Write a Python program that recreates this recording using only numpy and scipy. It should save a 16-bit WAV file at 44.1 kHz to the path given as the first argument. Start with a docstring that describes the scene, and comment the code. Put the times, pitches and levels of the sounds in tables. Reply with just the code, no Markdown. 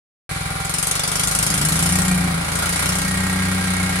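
"""A petrol plate compactor revs up

About ten metres away, between house walls, it idles, speeds up, sags once and runs on.
Each firing puffs through the muffler, knocks the engine casing and shakes loose steel into a rattle,
while cooling air hisses. As the clutch grips, an off-centre weight spins up and shakes the plate,
which bumps, drones and scrapes on the paving."""
import sys
import numpy as np
from scipy import signal
from scipy.fft import rfft, irfft, next_fast_len
from scipy.io import wavfile
from scipy.ndimage import map_coordinates

SR = 44100
rng = np.random.default_rng(int(sys.argv[2]) if len(sys.argv) > 2 else 0)


def store_wav(level_fs):
    """Save 16-bit WAV to argv[1]."""
    pcm = np.round(np.clip(np.atleast_2d(level_fs), -1, 1) * 32767)
    wavfile.write(sys.argv[1], SR, pcm.T.astype(np.int16))


N = 176400

# How fast the engine runs. Each row: time in seconds, firings per second.
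ENGINE_SPEED = [(0.3, 20.86), (0.55, 20.36), (0.7, 22.3), (0.95, 24.14), (1.25, 25.77), (1.55, 26.73),
                (1.75, 28.63), (1.95, 31.63), (2.1, 31.76), (2.25, 30.39), (2.47, 27.79), (2.6, 28.71),
                (2.85, 30.81), (3.05, 32.1), (3.35, 32.2), (3.7, 31.69), (4.0, 31.54)]
# How loud the exhaust is. Each row: time in seconds, level in dB.
EXHAUST_LEVEL = [(.3, -27.5), (.55, -28), (.8, -31.5), (1.3, -30), (2.05, -27), (2.5, -30.5), (3.1, -29),
                 (3.6, -34.5), (4, -31)]
# How hard the casing knocks. Each row: time in seconds, low knock and bright knock in relative dB.
KNOCK_LEVELS = [(.3, -35.5, -33.5), (.6, -33.5, -34.5), (1.1, -31.5, -33.5), (1.38, -31, -33),
                (1.7, -31, -31), (2.08, -32, -32.5), (2.42, -31.5, -33.5), (2.62, -28.5, -32),
                (2.73, -32.5, -31.5), (2.85, -29.5, -31), (3.02, -32.5, -33.5), (3.3, -32.5, -33),
                (4, -32.5, -31.5)]
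# How loud the casing rings. Each row: time in seconds, level in dB.
CASING_RING_LEVEL = [(.3, -35.5), (.62, -33), (.8, -38), (1.35, -37.5), (2.1, -37.5), (2.45, -39), (3, -43),
                     (4, -35)]
# The notes the metal rings at. Each row: pitch in Hz, relative level in dB, seconds to fade by 60 dB.
CASING_NOTES = [(777.6, 2, 0.42), (1067, -5.5, .1), (1176, -5, 0.3), (1400, 3.5, 0.16), (2300, -3, 0.26)]
FRAME_NOTES = [(850, -9, 0.035), (1330, -6.5, 0.077), (1606, -0.5, .3), (1880, 1, 0.2), (2182, -1, 0.077)]
# How hard loose steel rattles. Each row: time in seconds, clack and jingle in relative dB.
RATTLE_LEVELS = [(.56, -54, -41), (.65, -35.5, -34), (.74, -31, -29), (.87, -29.5, -23), (1.02, -26.5, -30),
                 (1.22, -26, -23.5), (1.6, -29, -24.5), (1.87, -28.5, -24.5), (2.02, -30.5, -25.5),
                 (2.2, -38.5, -33), (2.38, -46, -41), (2.56, -31.5, -29), (2.76, -29.5, -27.5),
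                 (2.97, -30, -28), (3.17, -36.5, -33.5), (3.5, -38.5, -35.5), (4, -37.5, -33.5)]
# How the clutch grips. Each row: time in seconds, turns of the weight per firing.
CLUTCH_GRIP = [(.7, .3), (1.25, 1.67), (1.4, 2.17), (1.55, 2.62), (1.7, 2.81), (2.05, 2.89), (3.2, 2.9)]
# How loud the plate bumps. Each row: time in seconds, level in dB.
BUMP_LEVEL = [(.6, -63), (1.1, -45), (1.4, -31.5), (1.58, -28), (1.9, -34), (2.25, -32), (2.5, -36.5),
              (2.9, -36.5), (3.4, -39), (4, -40)]
# The plate's drone. Each row: time in seconds, levels in dB of its lowest note and the octave above.
DRONE_LEVELS = [(1.1, -58, -56), (1.27, -39, -46), (1.55, -40, -32), (1.7, -33.5, -26), (1.92, -28.5, -22),
                (2.12, -32.5, -21), (2.33, -33, -24), (2.5, -34, -32.5), (2.7, -33, -35), (3, -33.5, -27),
                (3.4, -27.5, -23), (4, -30, -25)]
# The plate scrapes the paving. 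Each row: middle and rough length in seconds, level in dB, pitch in Hz.
PAVING_SCRAPES = [(1.346, 0.24, -37.5, 1380), (2.13, 0.11, -33.5, 2360), (2.15, 0.38, -35.5, 765),
                  (2.64, 0.11, -32.5, 1420), (2.84, .09, -29.5, 1400), (2.85, .08, -32.5, 2220),
                  (3.4, .12, -35, 2150), (3.817, 0.16, -32.5, 2170)]

# The tone colour of each sound. Each row: frequency in Hz, relative level in dB.
MUFFLER_COLOUR = [(12, -54), (21, -37), (31, -6), (42, -5), (54, -1), (63, 2.5), (75, -2.5), (87, -7.5),
                  (102, 3), (125, -3), (155, 4.5), (178, 3), (205, -20), (240, -18), (290, -15), (400, -27),
                  (700, -35), (2000, -68)]
LOW_KNOCK_COLOUR = [(150, -8), (280, -1.5), (380, -8.5), (460, -5), (560, -2), (660, -3.5), (790, -1),
                    (950, -4), (1150, -1), (1400, 1), (1600, -7.5), (2500, -27.5)]
BRIGHT_KNOCK_COLOUR = [(900, -24), (1450, -14), (1600, 1.5), (1750, -8), (1900, -1), (2250, -0.5),
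                       (2700, -9), (4200, -7.5), (6300, -18), (10000, -9), (15000, -38)]
HISS_COLOUR = [(2000, -17), (4000, -3), (6500, -4), (8500, -4), (10400, 4.5), (12000, -10), (15500, -31)]
CLACK_COLOUR = [(500, -9), (1400, -23.5), (2800, 2.5), (4000, 0.5), (5400, 4), (7000, -3.5), (9000, -11.5),
                (15000, -64)]
JINGLE_COLOUR = [(3000, -45), (6500, -5), (8000, -3), (9500, 0.5), (10500, -2.5), (11800, -8.5),
                 (13500, -17), (15700, -34)]
SNAP_COLOUR = [(1500, -18), (4500, -5), (8500, 1), (11000, -3), (14000, -8), (15700, -11)]
BUMP_COLOUR = [(40, -29), (100, -20.5), (140, -6.5), (178, -0.5), (208, -4), (240, -23.5), (290, -9),
               (340, -22.5), (450, -29), (900, -48.5)]

# How alike the two ears' sounds are. Each row: frequency in Hz, likeness (1 same, 0 unrelated).
EAR_LIKENESS = [(150, .99), (300, 0.18), (600, -0.29), (1200, 0.17), (2200, -0.23), (9000, -0.061)]
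# Which side is louder. Each row: frequency in Hz, left minus right in dB.
EAR_BALANCE = [(120, 1), (190, 1.55), (290, -1), (450, 4), (740, -2.5), (1220, 1.5), (2010, -4),
               (3330, -1.5), (5500, 0), (9080, 5.5), (12500, -0.5), (15000, 2)]


def amp(db):
    """Turn decibels into a number to multiply by."""
    return 10 ** (np.asarray(db) / 20)


def unit(x):
    """Scale each channel to an average power of 1."""
    return x / np.sqrt(np.mean(x ** 2, axis=-1, keepdims=True) + 1e-20)


def along(points, hz):
    """Read a table at any frequency, sliding between its rows on a pitch scale."""
    freqs, values = np.transpose(points)
    return np.interp(np.log(hz + 1), np.log(freqs + 1), values)


def curves(rows):
    """Turn each column after the time into one value per sample."""
    times, *columns = np.transpose(rows)
    return [np.interp(np.arange(N) / SR, times, column) for column in columns]


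def wobble(rate):
    """A smooth curve through `rate` random values a second."""
    return map_coordinates(rng.standard_normal(N // 20), [np.arange(N) * rate / SR], mode="wrap")


def filtered(x, gain_at):
    """Turn each frequency of x up or down by gain_at(hz)."""
    size = next_fast_len(N + SR // 2)
    return irfft(rfft(x, size) * gain_at(np.fft.rfftfreq(size, 1 / SR)), size)[..., :N]


def pulses(times, spread_db):
    """Clicks of random strength at the given times, each shared between two neighbouring samples."""
    sizes = amp(spread_db * rng.standard_normal(len(times)))
    at = np.clip(times * SR, 0, None)
    i = at.astype(int)
    return np.bincount(np.r_[i, i + 1], np.r_[sizes * (1 - at + i), sizes * (at - i)], N)[:N]


def ring(x, response):
    """Make every sample of x set off `response`, the sound of a single tap."""
    return signal.fftconvolve(np.atleast_2d(x), np.atleast_2d(response), axes=1)[:, :N]


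def tap_sound(colour, size=16384):
    """A tap with this tone colour and its energy as early as possible (minimum phase)."""
    log_gain = np.log(amp(along(colour, np.fft.rfftfreq(size, 1 / SR))))
    cepstrum = irfft(log_gain)
    one_sided = np.r_[cepstrum[0], 2 * cepstrum[1:size // 2]]
    return irfft(np.exp(rfft(one_sided, size)))


def yard(ring_s, wall_s, wall_db):
    """A short metal ring and the walls' echo, in stereo. Each takes its given time to fade by 60 dB."""
    t = np.arange(SR // 3) / SR
    direct, walls = rng.standard_normal((2, 2, len(t)))
    return unit(direct * amp(-60 * t / ring_s)) + amp(wall_db) * unit(walls * amp(-60 * t / wall_s))


def coloured(pair, colour):
    """Give two unrelated signals a tone colour and the scene's stereo width, at a power of 1."""
    def gains(hz):
        width = np.arccos(np.clip(along(EAR_LIKENESS, hz), -1, 1)) / 2
        return amp(along(colour, hz)) * [np.cos(width), np.sin(width)]
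    mid, side = filtered(pair, gains)
    return unit(np.array([mid + side, mid - side]))


def exhaust(firings, delay_s=.002):
    """Just after each firing, a puff booms in the muffler."""
    puffs = np.roll(-pulses(firings, spread_db=-.3), round(delay_s * SR))
    return amp(curves(EXHAUST_LEVEL)[0]) * unit(ring(puffs, tap_sound(MUFFLER_COLOUR)))


def knock(firings, cycle, colour, grit_share, dip_db, dip_at, ring_s):
    """Each firing knocks the casing. Gritty noise is mixed in and dips once a cycle, at dip_at."""
    blows = pulses(firings + rng.normal(0, .00004, len(firings)), spread_db=1)
    knocks = unit(ring(blows, yard(ring_s, wall_s=.31, wall_db=2)))
    swell = amp(-dip_db * np.cos(2 * np.pi * (cycle - dip_at)) + 1.1 * wobble(260))
    grit = unit(swell * rng.standard_normal((2, N)))
    return coloured(np.sqrt(1 - grit_share) * knocks + np.sqrt(grit_share) * grit, colour)


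def ringing_metal(firings, notes, scatter_s):
    """Slightly uneven blows, one per firing, keep a metal part ringing at its own notes."""
    t = np.arange(SR // 2) / SR
    blows = pulses(firings + scatter_s * rng.standard_normal(len(firings)), spread_db=1)
    out = 0
    for hz, db, fade_s in notes:
        note = amp(-60 * t / fade_s) * np.sin(2 * np.pi * (hz * t + rng.random((2, 1)) / 3))
        out = out + amp(db) * unit(ring(blows, note))
    return unit(out)


def engine(firings, cycle, speed, full_speed_hz=32.48, frame_db_per_hz=3):
    """The casing knocks and rings, and the frame sings out near full speed."""
    low_db, bright_db = curves(KNOCK_LEVELS)
    casing_db, = curves(CASING_RING_LEVEL)
    frame_db = -32.5 + frame_db_per_hz * (speed - full_speed_hz)
    low = knock(firings, cycle, LOW_KNOCK_COLOUR, grit_share=.52, dip_db=1, dip_at=.31, ring_s=.062)
    bright = knock(firings, cycle, BRIGHT_KNOCK_COLOUR, grit_share=.75, dip_db=.5, dip_at=0, ring_s=.26)
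    casing = amp(casing_db) * ringing_metal(firings, CASING_NOTES, scatter_s=.00017)
    frame = amp(frame_db) * ringing_metal(firings, FRAME_NOTES, scatter_s=.00016)
    return amp(low_db + 2.5) * low + amp(bright_db + 4.5) * bright + casing + frame


def hiss(cycle, level_db=-37, swing_db=2, peak_at=.21):
    """Cooling air and valve gear hiss, a little louder shortly after each firing."""
    swell = amp(swing_db * np.cos(2 * np.pi * (cycle - peak_at)))
    return amp(level_db) * coloured(swell * rng.standard_normal((2, N)), HISS_COLOUR)


def clashes(firings, ring_s, wall_s, wall_db, hits=12, clash_s=.0028, bounce_s=.0074, bounce_db=-6):
    """Loose steel clashes after each firing and bounces more softly, ringing differently every time."""
    out = np.zeros((2, N + SR))
    for start in firings:
        delays = np.r_[clash_s * rng.random(hits), clash_s + rng.exponential(bounce_s, hits)]
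        sizes = rng.choice([-1, 1], 2 * hits) * np.repeat([1, amp(bounce_db)], hits)
        taps = np.bincount((delays * SR).astype(int), sizes)
        clash = ring(taps, yard(ring_s, wall_s, wall_db))
        out[:, round(start * SR):][:, :clash.shape[1]] += amp(.16 * rng.standard_normal()) * clash
    return out[:, :N]


def rattle(firings, snap_rise_s=.0014):
    """Each clash of loose steel opens with a dry snap, then rings with a clack and a high jingle."""
    clack_db, jingle_db = curves(RATTLE_LEVELS)
    clack = coloured(clashes(firings, ring_s=.006, wall_s=.17, wall_db=10), CLACK_COLOUR)
    jingle = coloured(clashes(firings, ring_s=.0075, wall_s=.12, wall_db=6.5), JINGLE_COLOUR)
    t = np.arange(SR // 50) / SR
    bursts = ring(pulses(firings, spread_db=2.2), t * np.exp(-t / snap_rise_s))
    snap = coloured(bursts * rng.standard_normal((2, N)), SNAP_COLOUR)
    return amp(clack_db) * (amp(-.5) * clack + amp(-7) * snap) + amp(jingle_db + 1.5) * jingle


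def plate(cycle, speed, scatter_s=.00202):
    """The off-centre weight bumps the plate on the paving once a turn and, at speed, makes it drone."""
    turns = np.cumsum(speed * curves(CLUTCH_GRIP)[0]) / SR
    lowest_db, octave_db = curves(DRONE_LEVELS)
    angle = 2 * np.pi * turns + .04 * wobble(40)
    drone = 0
    for harmonic, db in enumerate([lowest_db, octave_db, octave_db - 16, octave_db - 21.5], 1):
        sway = 1 + .047 * np.cos(2 * np.pi * cycle) + .07 * wobble(60)  # with each firing, and by chance
        drone = drone + amp(db) * sway * np.sin(harmonic * angle + 2 * np.pi * rng.random())
    landings = np.interp(np.arange(turns[-1]), turns, np.arange(N) / SR)
    blows = pulses(landings + rng.normal(0, scatter_s, len(landings)), spread_db=2)
    bumps = unit(ring(blows, tap_sound(BUMP_COLOUR)))
    return np.sqrt(2) * drone + amp(curves(BUMP_LEVEL)[0]) * bumps


def scrapes(cycle, swing_db=3, band_hz=106):
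    """The shaking plate grates over grit in short ringing swells."""
    t, out = np.arange(N) / SR, 0
    for middle, length, db, hz in PAVING_SCRAPES:
        grit = amp(swing_db * np.sin(2 * np.pi * cycle)) * rng.standard_normal((2, N))
        tone = unit(filtered(grit, lambda f: 1 / (1 + (2 * (f - hz) / band_hz) ** 2)))
        swell = np.exp(-2 * ((t - middle) / length) ** 2)
        out = out + amp(db) * swell * tone
    return out


def scene(firing_at_s=.3109):
    """The engine speed drives every part of the machine."""
    speed, = curves(ENGINE_SPEED)
    cycle = np.cumsum(speed) / SR  # the engine fires each time this passes a whole number
    cycle -= cycle[round(firing_at_s * SR)]
    firings = np.interp(np.arange(np.ceil(cycle[0]), cycle[-1]), cycle, np.arange(N) / SR)
    machine = exhaust(firings) + engine(firings, cycle, speed) + rattle(firings)
    machine += plate(cycle, speed) + scrapes(cycle) + hiss(cycle)
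    left_right = np.array([[.5], [-.5]])
    return filtered(machine, lambda hz: amp(along(EAR_BALANCE, hz) * left_right))


def record(dry, start_s=.293, top_hz=15750):
    """The sound starts suddenly after a short silence, and its very highest treble is cut off."""
    started = np.arange(N) / SR > start_s
    return filtered(dry * started, lambda hz: 1 / np.sqrt(1 + (hz / top_hz) ** 240))


dry = scene()
out = record(dry)
store_wav(out)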